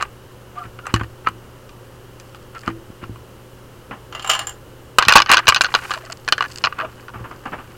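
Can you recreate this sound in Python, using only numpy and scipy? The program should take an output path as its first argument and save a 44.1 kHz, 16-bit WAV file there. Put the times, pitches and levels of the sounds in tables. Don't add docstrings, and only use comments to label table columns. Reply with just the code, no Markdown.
import sys
import numpy as np
from scipy import signal
from scipy.fft import rfft, irfft
from scipy.io import wavfile

SR = 44100
rng = np.random.default_rng(int(sys.argv[2]) if len(sys.argv) > 2 else 0)


def unload_audio(sound):
    columns = np.transpose(np.atleast_2d(sound))
    steps = np.round(np.clip(columns, -1, 1) * 32767)
    wavfile.write(sys.argv[1], SR, steps.astype(np.int16))


N = 342650
TIME = np.arange(N) / SR
HIT_TIME = TIME[:SR // 5]


def amp(db):
    return 10 ** (np.asarray(db) / 20)


def unit(x):
    return x / np.sqrt(np.mean(x ** 2))


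def fade(t, t60_s):
    return np.exp(-np.log(1000) * t / t60_s)


def add(track, start_s, sound):
    i = max(int(start_s * SR), 0)
    track[i:i + len(sound)] += sound[:N - i]


def band(x, hz, kind, order=3):
    return signal.sosfilt(signal.butter(order, hz, kind, fs=SR, output="sos"), x)


def coloured_noise(samples, spectrum):
    hz, db = np.transpose(spectrum)
    bins_hz = np.maximum(np.fft.rfftfreq(samples, 1 / SR), 1)
    gain = amp(np.interp(np.log(bins_hz), np.log(hz), db))
    return unit(irfft(rfft(rng.standard_normal(samples)) * gain, samples))


def walk(rate_hz):
    return np.interp(TIME * rate_hz, np.arange(1000), rng.standard_normal(1000))


def burst(band_hz, t60_s, order=2):
    return band(rng.standard_normal(len(HIT_TIME)), band_hz, "band", order) * fade(HIT_TIME, t60_s)


def stroke(start_s, length_s, attack_s, release_t60_s):
    attack = np.clip((TIME - start_s) / attack_s, 0, 1)
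    return attack * fade(np.maximum(TIME - start_s - length_s, 0), release_t60_s)


def slips(per_s, spread_db):
    jerks = (rng.random(N) < per_s / SR) * rng.uniform(-0.9, 1, N)
    return jerks * amp(spread_db * np.tanh(walk(90)))


def ring(modes, scatter):
    hz, db, t60_s = np.transpose(modes)[:, :, None]
    detune, weight, phase = rng.standard_normal((3, len(modes), 1))
    waves = np.sin(2 * np.pi * hz * (1 + scatter * detune) * HIT_TIME + np.pi * phase)
    return np.sum(amp(db + 2.3 * weight) * fade(HIT_TIME, t60_s) * waves, axis=0)


def strike(sound, body_db, shell_rel_db, crack_rel_db):
    body = band(sound, 2100, "low", order=5)
    shell = band(sound, [2200, 6200], "band", order=5)
    crack = band(sound, 6700, "high", order=5)
    parts = [(body, 0), (shell, shell_rel_db), (crack, crack_rel_db)]
    return sum(part * amp(body_db + rel_db) / np.std(part[:SR // 100]) for part, rel_db in parts)


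def room(x, t60_s=0.16, damp_hz=3100):
    t = TIME[:SR * 3 // 4]
    noise = band(rng.standard_normal(len(t)), damp_hz, "low", order=1)
    tail = noise * fade(t, t60_s) * (1 - fade(t, 0.034))
    return signal.fftconvolve(x, tail / np.linalg.norm(tail))[:N]


# freq_hz, density_rel_db
AIR_SPECTRUM = [(25, 1), (90, 1.5), (150, -3), (300, -4.5), (400, -3), (520, -3.5), (680, -12.5),
                (900, -10), (1350, -11), (2050, -19.5), (2500, -22), (2900, -15), (3500, -24.5),
                (16000, -31)]


def room_air(level_db=-43):
    return amp(level_db) * coloured_noise(N, AIR_SPECTRUM)


# pitch_hz, rms_db
HUM_TONES = [(119.8, -47.5), (367, -54), (532, -57.5)]


def mains_hum(waver_hz=0.56, waver_db=0.59):
    out = np.zeros(N)
    for pitch_hz, rms_db in HUM_TONES:
        gain = amp(rms_db + waver_db * walk(7.5))
        phase = 2 * np.pi * np.cumsum(pitch_hz + waver_hz * walk(7.7)) / SR
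        out += gain * unit(np.sin(phase))
    return out


def whine(pitch_hz=12796, pulse_hz=8.55):
    pulsing = np.clip(0.5 + np.sin(2 * np.pi * pulse_hz * TIME), 0, 1)
    level_db = np.interp(TIME, [0, 5.5, 6.1, 7.77], [-74, -72, -66, -68])
    return amp(level_db) * unit(pulsing * np.sin(2 * np.pi * pitch_hz * TIME))


# start_s, level_db, t60_s
FAR_KNOCKS = [(3.909, -20, 0.067), (3.925, -27, 0.12), (6.783, -23.5, 0.094), (6.824, -27.5, 0.15),
              (6.846, -18, 0.046), (7.136, -31, 0.29), (7.193, -37, 0.13), (7.24, -29, 0.18),
              (7.308, -32.5, 0.22), (7.454, -22, 0.14), (7.519, -25, 0.17), (7.532, -20, 0.084),
              (7.584, -31.5, 0.18)]
# freq_hz, density_rel_db
KNOCK_SPECTRUM = [(60, -24), (280, -2.5), (450, -11), (700, -6), (1250, 0), (2100, -14), (2900, -15),
                  (3800, -34.5), (7000, -44), (15000, -81)]


def far_knocks(rise_s=0.016):
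    out = np.zeros(N)
    for start_s, level_db, t60_s in FAR_KNOCKS:
        thump = coloured_noise(len(HIT_TIME), KNOCK_SPECTRUM)
        envelope = fade(HIT_TIME, t60_s) * (1 - fade(HIT_TIME, rise_s))
        add(out, start_s, amp(level_db) * thump * envelope)
    return out


# start_s, length_s, hiss_db, ticks_db
FINGER_GRIPS = [(0.518, .13, -61, -68), (2.2, .2, -74, -60), (2.478, 0.18, -65, -52.5),
                (5.64, 0.29, -46, -48), (5.902, 0.29, -63, -49), (6.362, .23, -53.5, -42),
                (6.701, 1.2, -68, -62.5)]


def finger_grips(attack_s=0.12, release_t60_s=0.37):
    hiss = unit(band(slips(per_s=3500, spread_db=2.2), [2800, 9000], "band", order=1))
    tick = band(burst([2200, 6500], t60_s=0.006), 6500, "low")
    ticks = unit(signal.fftconvolve(slips(per_s=62, spread_db=13), tick)[:N])
    out = np.zeros(N)
    for start_s, length_s, hiss_db, ticks_db in FINGER_GRIPS:
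        envelope = stroke(start_s, length_s, attack_s, release_t60_s)
        out += (amp(hiss_db) * hiss + amp(ticks_db) * ticks) * envelope
    return out


# freq_hz, level_rel_db, free_t60_s
FRAME_MODES = [(69, -6, 0.76), (113, 10, 0.49), (171, 6.5, 0.18), (219.5, 11, 0.1), (267, 10, 0.11),
               (331.5, 2.5, 0.58), (478, -8, 0.15)]
# start_s, level_db, tilt_db_per_octave, t60_ratio
FRAME_BUMPS = [(0.653, -36.5, -7, 1), (0.9396, -14.5, -2.5, 0.37), (1.013, -25.5, -4.5, 0.51),
               (1.272, -34.5, 1, 1), (2.678, -24, 8, 0.76), (2.902, -37.5, 0, 0.35), (3.03, -33.5, 1, 0.39),
               (3.095, -29, -4, 0.46), (5.07, -28.5, -10, 0.27), (5.156, -23, 6.5, 0.39),
               (5.299, -29, 7, 1), (5.484, -28.5, -11, 0.13), (7.159, -34, -9, 0.46),
               (7.209, -31, -10, 0.5)]


def frame_bumps():
    out = np.zeros(N)
    hz, mode_db, free_t60_s = np.transpose(FRAME_MODES)[:, :, None]
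    waves = np.sin(2 * np.pi * hz * HIT_TIME)
    release = np.minimum(1, (HIT_TIME[-1] - HIT_TIME) / 0.05)
    for start_s, level_db, tilt_db_per_octave, t60_ratio in FRAME_BUMPS:
        gains = amp(mode_db + tilt_db_per_octave * np.log2(hz))
        thud = np.sum(gains * fade(HIT_TIME, free_t60_s * t60_ratio) * waves, axis=0)
        add(out, start_s, amp(level_db) * release * thud / np.std(thud[:SR // 30]))
    return band(out, 46, "high", order=4)


# middle_s, length_s, pitch_hz, level_db
JOINT_SQUEAKS = [(0.585, 0.038, 1180, -27.5), (0.595, 0.095, 722, -36), (0.622, 0.018, 1190, -27),
                 (0.626, 0.08, 1355, -34), (0.848, 0.03, 1400, -37), (1.276, 0.021, 1312, -11.5),
                 (2.565, 0.042, 1345, -32.5), (5.974, 0.014, 650, -26.5), (6.042, 0.017, 652, -33.5),
                 (6.105, 0.017, 662, -32), (6.842, 0.039, 634, -26.5)]


def joint_squeaks(pitch_waver=0.016, waver_db=2.5):
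    out = np.zeros(N)
    for middle_s, length_s, pitch_hz, level_db in JOINT_SQUEAKS:
        swell = np.exp(-(2.5 * (TIME - middle_s) / length_s) ** 2)
        gain = amp(level_db + waver_db * walk(120))
        phase = 2 * np.pi * np.cumsum(pitch_hz * (1 + pitch_waver * walk(120))) / SR
        out += gain * swell * np.sin(phase)
    return out


# freq_hz, level_rel_db, t60_s
PART_MODES = [(804, -3, 0.021), (1044, -4.5, 0.034), (1312, 4.5, 0.02), (1670, -2, 0.034), (2864, 6, 0.042),
              (3056, 10.5, 0.021), (4250, -6, 0.033), (6780, 14, 0.012), (7270, 16, 0.029),
              (8870, 3.5, 0.033), (14600, -18, .015)]
# start_s, body_db, shell_rel_db, crack_rel_db
PART_BOUNCES = [(4.1258, -35, -5.5, -16), (4.1503, -29, -4, -9), (4.1958, -34, -1, -10),
                (4.2243, -41.5, 4, 1), (4.246, -26.5, -9, -11), (4.2636, -39, -1, 0),
                (4.275, -28.5, -3, -1), (4.295, -18.5, -8, -7), (4.2984, -17, 2, 0),
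                (4.3134, -24.5, 6.5, 5), (4.3348, -29.5, 6.5, 3), (4.3509, -23, -4.5, -6),
                (4.392, -26.5, -0.5, 0.5), (4.4135, -32, -7, -21), (4.4705, -33, -4, 8.5),
                (4.4941, -38.5, -4, 5.5)]


def loose_part(snap_db=11, rise_s=0.006):
    out = np.zeros(N)
    for start_s, *levels_db in PART_BOUNCES:
        snap = amp(snap_db) * burst([600, 6000], t60_s=0.041, order=1)
        tinkle = ring(PART_MODES, scatter=0.015)
        blow = band(tinkle + snap, 570, "high") * (1 - fade(HIT_TIME, rise_s))
        add(out, start_s - 0.001, strike(blow, *levels_db))
    return out


# freq_hz, level_rel_db, t60_s
MOUNT_MODES = [(594, -24, 0.025), (791, -13.5, 0.022), (891, -21, 0.048), (1153, -0.5, 0.024),
               (1507, 2, 0.02), (1934, -8, 0.022), (2493, -1, 0.021), (2888, 0.5, 0.03), (3346, -1.5, 0.01),
               (4194, 8, 0.0076), (4814, -5.5, 0.023), (6450, 7, 0.0062), (7320, -7, 0.022),
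               (8200, -39, 0.017), (9400, -32, .012)]
# start_s, length_s, level_db
BRICK_SLIDES = [(0.0, 0.032, -27.5), (0.553, .1, -44), (0.851, 0.058, -40.5), (0.938, .1, -36),
                (1.244, 0.055, -31), (2.546, 0.021, -38.5), (2.631, 0.072, -38.5), (3.014, 0.027, -39.5),
                (4.993, 0.049, -19), (5.069, .135, -20), (5.283, .07, -16), (5.359, 0.039, -21),
                (5.424, .38, -37.5), (5.818, .16, -33.5), (5.998, 0.13, -45), (6.422, 0.51, -49.5),
                (6.97, 0.071, -45.5), (7.4, .37, -51)]


def brick_slides(attack_s=0.0058, release_t60_s=0.094):
    mount = sum(amp(db) * fade(HIT_TIME, t60_s / 3) * np.cos(2 * np.pi * hz * HIT_TIME)
                for hz, db, t60_s in MOUNT_MODES)
    friction = signal.fftconvolve(slips(per_s=5000, spread_db=11.4), mount)[:N]
    effort = sum(amp(level_db) * stroke(start_s, length_s, attack_s, release_t60_s)
                 for start_s, length_s, level_db in BRICK_SLIDES)
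    return unit(band(friction, [700, 2400], "band")) * effort


def stud_catches(per_s=33, spread_db=3.5, shell_rel_db=-14, crack_rel_db=-17, centre_hz=1384):
    for start_s, length_s, level_db in BRICK_SLIDES:
        count = int(length_s * per_s)
        for k, (jitter, force, detune) in enumerate(rng.uniform(-1, 1, (count, 3))):
            catch_s = start_s + length_s * (k + 0.5 + jitter / 2) / count
            body_db = level_db + 0.5 + spread_db * force
            yield catch_s, body_db, shell_rel_db, crack_rel_db, centre_hz * 2 ** (detune / 2)


# start_s, body_db, shell_rel_db, crack_rel_db, pitch_hz, rebound_step_db
BRICK_HITS = [(0.0102, -23, -17, -24, 1260, -20), (0.0247, -17.5, -14.5, -15, 1180, -16),
              (0.789, -34, -17, -31, 1400, -15), (0.8669, -26, -25, -12.5, 1190, -10),
              (0.94, -15.5, -6, -11, 1140, -11), (0.9611, -24, -13, -16, 1780, -10),
              (1.011, -24, -28, -32, 1072, -17), (1.2707, -13.5, -23.5, -36, 1250, -19),
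              (1.692, -49, 2, -13, 1190, -9), (2.199, -47.5, 1, 2.5, 1820, -10),
              (2.3464, -40.5, -8, -15, 1270, -6), (2.6775, -18, -24, -27, 1207, -18),
              (3.038, -32.5, -15, -29, 1350, -17), (3.158, -41.5, -24, -27, 1070, -12),
              (4.9845, 0, -8, -13.5, 1250, -18), (5.0242, -15, -4, -20, 1585, -11),
              (5.051, -26.5, 1.5, -13, 1390, -9), (5.0834, -4.5, -0.5, -16, 1850, -8),
              (5.1116, -15.5, -11, -24, 1670, -20), (5.1233, -8, -4, -15, 1460, -29),
              (5.1365, -18, 3, -12, 1280, -27), (5.1549, 6, -20, -28, 877, -10.5),
              (5.1596, 3.5, -7.5, -18, 1115, -14), (5.1717, -11, 2, -15, 1600, -4),
              (5.2014, -9.5, -9, -25, 1164, -25), (5.2196, -18, 2.5, -13, 1520, -30),
              (5.261, -25, -6, -29, 1520, -8), (5.2935, -23, 1, -16, 1781, -6),
              (5.3156, -9.5, -0.5, -5, 1470, -4.5), (5.3345, -8.5, -4, -22, 1143, -16),
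              (5.3431, -17.5, 4, -12, 1065, -12), (5.3697, -9, -4.5, -23, 1520, -5.5),
              (5.47, -18, 0.5, -25, 1750, -24), (5.4802, -8, 0.5, -25, 998, -8),
              (5.487, -5.5, -2, -5.5, 1170, -8.5), (5.5225, -12, -15, -34, 1160, -25),
              (5.5457, -20, 5, -8, 1490, -22), (5.5608, -16, -1, -20, 1486, -7),
              (5.5658, -20, -2, -28, 1560, -14), (5.6091, -8.5, -5.5, -29, 1528, -26),
              (5.6158, -23, 5.5, 2, 1410, -30), (5.6372, -24, -15, -8, 1370, -15),
              (5.645, -15, -6.5, -25, 1470, -5), (5.7403, -15.5, -4.5, -30, 970, -9),
              (5.7493, -11, -4, -35, 1140, -12), (5.789, -29.5, -12, -26, 1520, -20),
              (5.9065, -19, -17, -21, 1217, -16), (5.9154, -22, -7, -30, 1664, -10),
              (5.9373, -24.5, -6, -13.5, 1370, -6.5), (6.099, -33.5, -20, -35, 1357, -20),
              (6.2779, -20, -8, -28, 1730, -22), (6.2865, -19, -6, -13.5, 1630, -21),
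              (6.3234, -11, 0.5, -16.5, 1476, -16), (6.38, -20.5, -11, -23, 1680, -11.5),
              (6.4069, -13.5, -13, -35, 1150, -20), (6.4238, -19, -10, -24, 1460, -24),
              (6.4397, -25, -15, -29, 1550, -3), (6.6389, -16, 0.5, -29, 1392, -4),
              (6.6469, -18.5, -18, -25, 1173, -4), (6.6705, -16, -20, -37, 1138, -22),
              (6.7244, -26.5, -20, -38, 1200, -21), (6.7878, -22, -25, -28, 1370, -13),
              (6.8003, -20.5, -21, -35, 1136, -2.5), (7.0819, -33, -17, -31, 1150, -5)]


def brick_hits(count=3, first_gap_s=0.0098, gap_ratio=0.9, crack_step_db=-6):
    for start_s, body_db, shell_rel_db, crack_rel_db, pitch_hz, rebound_step_db in BRICK_HITS:
        detune = np.exp(0.1 * rng.standard_normal(count))
        detune[0] = 1
        for k in range(count):
            yield start_s, body_db, shell_rel_db, crack_rel_db, pitch_hz * detune[k]
            start_s += first_gap_s * gap_ratio ** k
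            body_db += rebound_step_db
            crack_rel_db += crack_step_db


def brick_clatter(contacts, brick_db=2, chatter_db=1, snap_db=9, retouch_db=3, snap_t60_s=0.0042):
    out = np.zeros(N)
    build_up = 1 - fade(HIT_TIME, 0.005)
    for start_s, *levels_db, pitch_hz in contacts:
        brick = amp(brick_db) * np.sin(2 * np.pi * pitch_hz * HIT_TIME) * fade(HIT_TIME, t60_s=0.033)
        mount = ring(MOUNT_MODES, scatter=0.04)
        chatter = amp(chatter_db) * burst([500, 4800], t60_s=0.036)
        snap = amp(snap_db) * burst([500, 5600], snap_t60_s)
        lag_samples = int(SR * rng.uniform(0.001, 0.003))
        retouch = amp(retouch_db) * np.roll(burst([600, 4800], snap_t60_s), lag_samples)
        blow = snap + retouch + (brick + mount + chatter) * build_up
        add(out, start_s, strike(blow, *levels_db))
    return out


def scene():
    near = brick_clatter([*brick_hits(), *stud_catches()]) + joint_squeaks()
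    part = loose_part()
    far = far_knocks()
    echo = room(amp(-28.5) * near + amp(-7) * part + amp(-19) * far)
    handling = frame_bumps() + brick_slides() + finger_grips()
    background = room_air() + mains_hum() + whine()
    return (near + part + far + echo + handling + background)[None]


def record(dry, sag_db=-16.5, sag_band_hz=(24, 166), top_hz=15900):
    overload = (np.abs(dry) > 1).astype(float)
    sag = amp(sag_db) * band(overload, sag_band_hz, "band", order=2)
    lowpass = signal.ellip(8, 0.2, 60, top_hz, fs=SR, output="sos")
    return signal.sosfilt(lowpass, np.clip(dry, -1, 1) - sag)


dry = scene()
out = record(dry)
unload_audio(out)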